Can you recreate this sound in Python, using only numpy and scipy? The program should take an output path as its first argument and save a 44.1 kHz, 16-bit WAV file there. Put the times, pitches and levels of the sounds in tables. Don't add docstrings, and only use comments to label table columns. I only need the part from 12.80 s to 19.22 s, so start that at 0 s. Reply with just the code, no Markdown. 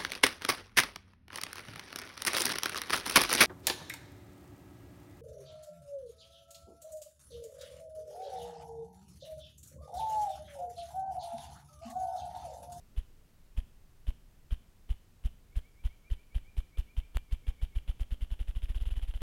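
import sys
import numpy as np
from scipy import signal
from scipy.fft import rfft, irfft
from scipy.io import wavfile

SR = 44100
rng = np.random.default_rng(int(sys.argv[2]) if len(sys.argv) > 2 else 0)


def master_out(mix):
    frames = np.transpose(np.atleast_2d(mix))
    ceiling = np.clip(frames, -1, 1)
    pcm = np.round(ceiling * 32767).astype(np.int16)
    wavfile.write(sys.argv[1], SR, pcm)


N = 283102
TIME = np.arange(N) / SR


# (frequency [Hz], density [dB per Hz])
FOREST_SPECTRUM = [(8.8, -43), (15, 6.5), (32, 0), (81, -10), (119, -12), (240, -21), (277, -22),
                   (417, -26.5), (455, -27), (610, -30), (944, -32.5), (2780, -36.5), (3220, -38),
                   (13400, -42.5), (16000, -45)]
FOREST_DB = -58
# (time [s], level [dB])
RUSH_LEVEL = [(0, -76), (.7, -79), (1.3, -85.5), (6.4, -77.5)]
# (frequency [Hz], density [dB per Hz])
RUSH_SPECTRUM = [(120, -10.5), (200, 3.5), (330, -4), (600, -9.5), (1200, -17.5), (3000, -33)]
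# (frequency [Hz], rms level [dB])
WHINE_TONES = [(8654, -102), (13629, -90)]

# (start [s], end [s])
CALL_SPAN = (2.735, 5.05)
# (time [s], gap [s])
NOTE_GAP = [(2.73, .129), (3.5, .14), (5.1, .144)]
# (time [s], level [dB])
CALL_LEVEL = [(2.73, -75), (2.87, -69.5), (3.35, -67.5), (4.65, -67), (5.1, -68)]
# (time [s], frequency [Hz])
CALL_PITCH = [(2.75, 2330), (3.4, 2415), (4.3, 2410), (5.1, 2375)]

# (time from the thump [s], rise [s], decay [s], level [dB])
SWISH_PHASES = [(-.0035, 0.0046, 0.0043, -2.5), (.005, 0.0013, 0.0053, -3)]
# (frequency [Hz], density [dB per Hz])
SWISH_SPECTRUM = [(300, -10.5), (1500, -0.5), (4000, -0.5), (6000, -5), (8000, -5.5), (12000, -6),
                  (16000, -10)]
# (time from the thump [s], rise [s], decay [s], level [dB])
ROUGHNESS_PHASES = [(.001, .002, 0.0037, -2)]
# (frequency [Hz], density [dB per Hz])
ROUGHNESS_SPECTRUM = [(90, -30), (130, -5), (170, 7.5), (250, -3), (350, -18), (800, -21), (1600, -28.5),
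                      (4000, -49)]
# (time [s], level [dB])
ROUGHNESS_LEVEL = [(.18, -24.5), (.8, -16.5), (2.3, -21.5), (3.9, -29.5), (4.9, -18.5), (6.4, -22.5)]

# (time from the thump [s], rise [s], decay [s], level [dB])
BRUSH_PHASES = [(-.0095, 0.0015, 0.0055, 5), (-.001, 0.0023, 0.0067, 1.5), (.012, .001, .008, -3)]
# (frequency [Hz], density [dB per Hz])
FEATHER_SPECTRUM = [(100, -11), (300, -5.5), (600, -4), (1100, -10), (2000, -7), (2550, -6), (3050, 3.5),
                    (3600, -6), (4300, -21.5), (6200, -35), (9000, -30), (10700, -10.5), (12000, -31),
                    (16000, -32)]
# (time from the thump [s], rise [s], decay [s], level [dB])
PAT_PHASES = [(-.0165, .0011, .0025, 0), (.0185, .0007, .0018, 0)]
# (frequency [Hz], density [dB per Hz])
PAT_SPECTRUM = [(100, 1.5), (300, 4.5), (700, -3), (1200, -4.5), (2300, -4.5), (3200, 1.5), (4200, -15),
                (6500, -31.5), (10700, -14), (16000, -37)]
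RUSTLE_DB_PER_BEAT_RATE = .19

# (start [s], end [s])
DRUM_SPAN = (.183, 6.4)
# (time [s], gap [s])
BEAT_GAP = [(.183, .60108), (.78, .50322), (1.7, .38615), (2.8, .28261), (3.8, .2049), (5.2, .11159),
            (6.06, .04896), (6.18, .05798), (6.36, .0672)]
# (time [s], level [dB])
STROKE_FORCE = [(.18, -21), (.8, -19.9), (4.83, -19.7), (5.68, -23), (6.08, -22), (6.4, -24.5)]

# (start [s], end [s])
DROPOUT = (4.37064, 4.37083)
CUTOFF_HZ = 15900


def from_db(db):
    return 10 ** (np.asarray(db) / 20)


def along(curve, s):
    return np.interp(s, *np.transpose(curve))


def noise(spectrum):
    hz, level_db = np.transpose(spectrum)
    bins = np.maximum(np.arange(N // 2 + 1) * SR / N, 1)
    low_rolloff = np.minimum(bins / hz[0], 1) ** 2
    gain = from_db(np.interp(np.log(bins), np.log(hz), level_db)) * low_rolloff
    shaped = irfft(rfft(rng.standard_normal(N)) * gain, N)
    return shaped / np.std(shaped)


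def flicker(size):
    count = N // size + 2
    return np.interp(np.arange(N) / size, np.arange(count), rng.standard_normal(count))


def swell(t, rise_s, decay_s):
    return np.exp(-np.logaddexp(-t / rise_s, t / decay_s))


def around(s):
    return slice(max(int((s - 1 / 10) * SR), 0), int((s + 1 / 10) * SR))


def onsets(span, gaps):
    times = [span[0]]
    while times[-1] < span[1]:
        times.append(times[-1] + along(gaps, times[-1]))
    return np.array(times)


def forest():
    return from_db(FOREST_DB) * noise(FOREST_SPECTRUM)


def low_rush():
    return from_db(along(RUSH_LEVEL, TIME)) * noise(RUSH_SPECTRUM)


def electronic_whine():
    return sum(from_db(db) * np.sqrt(2) * np.sin(2 * np.pi * hz * TIME) for hz, db in WHINE_TONES)


def woods(x, first_s, t60, count=400):
    delay = rng.random(count) * t60
    echoes = np.zeros(int((first_s + t60) * SR) + 2)
    strength = rng.standard_normal(count) * from_db(-60 * delay / t60)
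    echoes[((first_s + delay) * SR).astype(int)] = strength
    return signal.fftconvolve(x, echoes / np.linalg.norm(echoes))[:N]


def far_bird():
    length_s, climb_hz, waver_db = .064, 205, 3
    call = np.zeros(N)
    for s in onsets(CALL_SPAN, NOTE_GAP):
        window = around(s)
        progress = (TIME[window] - s) / length_s
        below_top = climb_hz * np.sin(np.pi * 3 / 4 * (progress - 1 / 4)) ** 2
        phase = 2 * np.pi * np.cumsum(along(CALL_PITCH, s) - below_top) / SR
        envelope = np.exp(-np.abs(2 * progress) ** 3)
        call[window] += from_db(along(CALL_LEVEL, s)) * envelope * np.sin(phase)
    call = call * from_db(waver_db * flicker(size=400))
    return call + from_db(-5.5) * woods(call, first_s=.02, t60=.6)


def strokes(beats, phases, levels):
    vary_db, jitter_s = 1.3, .0007
    power = np.zeros(N)
    for s, beat_db in zip(beats, levels):
        window = around(s)
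        for offset_s, rise_s, decay_s, phase_db in phases:
            late, strong = rng.standard_normal(2)
            hump = swell(TIME[window] - s - offset_s - jitter_s * late, rise_s, decay_s)
            power[window] += (from_db(beat_db + phase_db + vary_db * strong) * hump) ** 2
    return np.sqrt(power)


def wingtip_hiss(beats, swish_db):
    levels = along(STROKE_FORCE, beats) + swish_db
    return strokes(beats, SWISH_PHASES, levels) * noise(SWISH_SPECTRUM)


def low_roughness(beats):
    levels = along(STROKE_FORCE, beats) + along(ROUGHNESS_LEVEL, beats)
    return strokes(beats, ROUGHNESS_PHASES, levels) * noise(ROUGHNESS_SPECTRUM)


def feathers(beats, brush_db, pat_db, grain_db):
    feather_db = along(STROKE_FORCE, beats) + RUSTLE_DB_PER_BEAT_RATE / along(BEAT_GAP, beats)
    brush = strokes(beats, BRUSH_PHASES, feather_db + brush_db) * noise(FEATHER_SPECTRUM)
    pats = strokes(beats, PAT_PHASES, feather_db + pat_db) * noise(PAT_SPECTRUM)
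    return (brush + pats) * from_db(grain_db * flicker(size=40))


def thumps(beats, slack):
    push_s, release_s = .0033, .0073
    out = np.zeros(N)
    force_db = along(STROKE_FORCE, beats)
    for s, thump_db in zip(beats, force_db):
        window = around(s)
        speed = from_db(slack * (thump_db - force_db.max()))
        pulse = swell(speed * (TIME[window] - s), push_s, release_s)
        pressure = np.gradient(pulse)
        out[window] += from_db(thump_db) * pressure / pressure.max()
    return out


def boom(x):
    leaked = signal.lfilter(*signal.butter(1, 18, "high", fs=SR), x + 1e-18)
    ring = .24 * signal.lfilter(*signal.iirpeak(55, 3.8, fs=SR), leaked)
    hollow = .32 * signal.lfilter(*signal.iirpeak(108, 2.5, fs=SR), leaked)
    return leaked + ring - hollow


def scene():
    background = forest() + low_rush() + electronic_whine()
    beats = onsets(DRUM_SPAN, BEAT_GAP)
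    drum = boom(thumps(beats, slack=0.4))
    rustle = feathers(beats, brush_db=-35.0, pat_db=-30.0, grain_db=2.0)
    rustle = rustle + wingtip_hiss(beats, swish_db=-31.5) + low_roughness(beats)
    low_echoes = from_db(-30) * woods(drum, first_s=.03, t60=.35)
    high_echoes = from_db(-12.0) * woods(rustle, first_s=.012, t60=.55)
    return (background + far_bird() + low_echoes + high_echoes + rustle + drum)[None]


def record(dry):
    live = (TIME < DROPOUT[0]) | (TIME > DROPOUT[1])
    low_pass = signal.ellip(10, .1, 80, CUTOFF_HZ, fs=SR, output="sos")
    return signal.sosfilt(low_pass, dry * live)


dry = scene()
out = record(dry)
master_out(out)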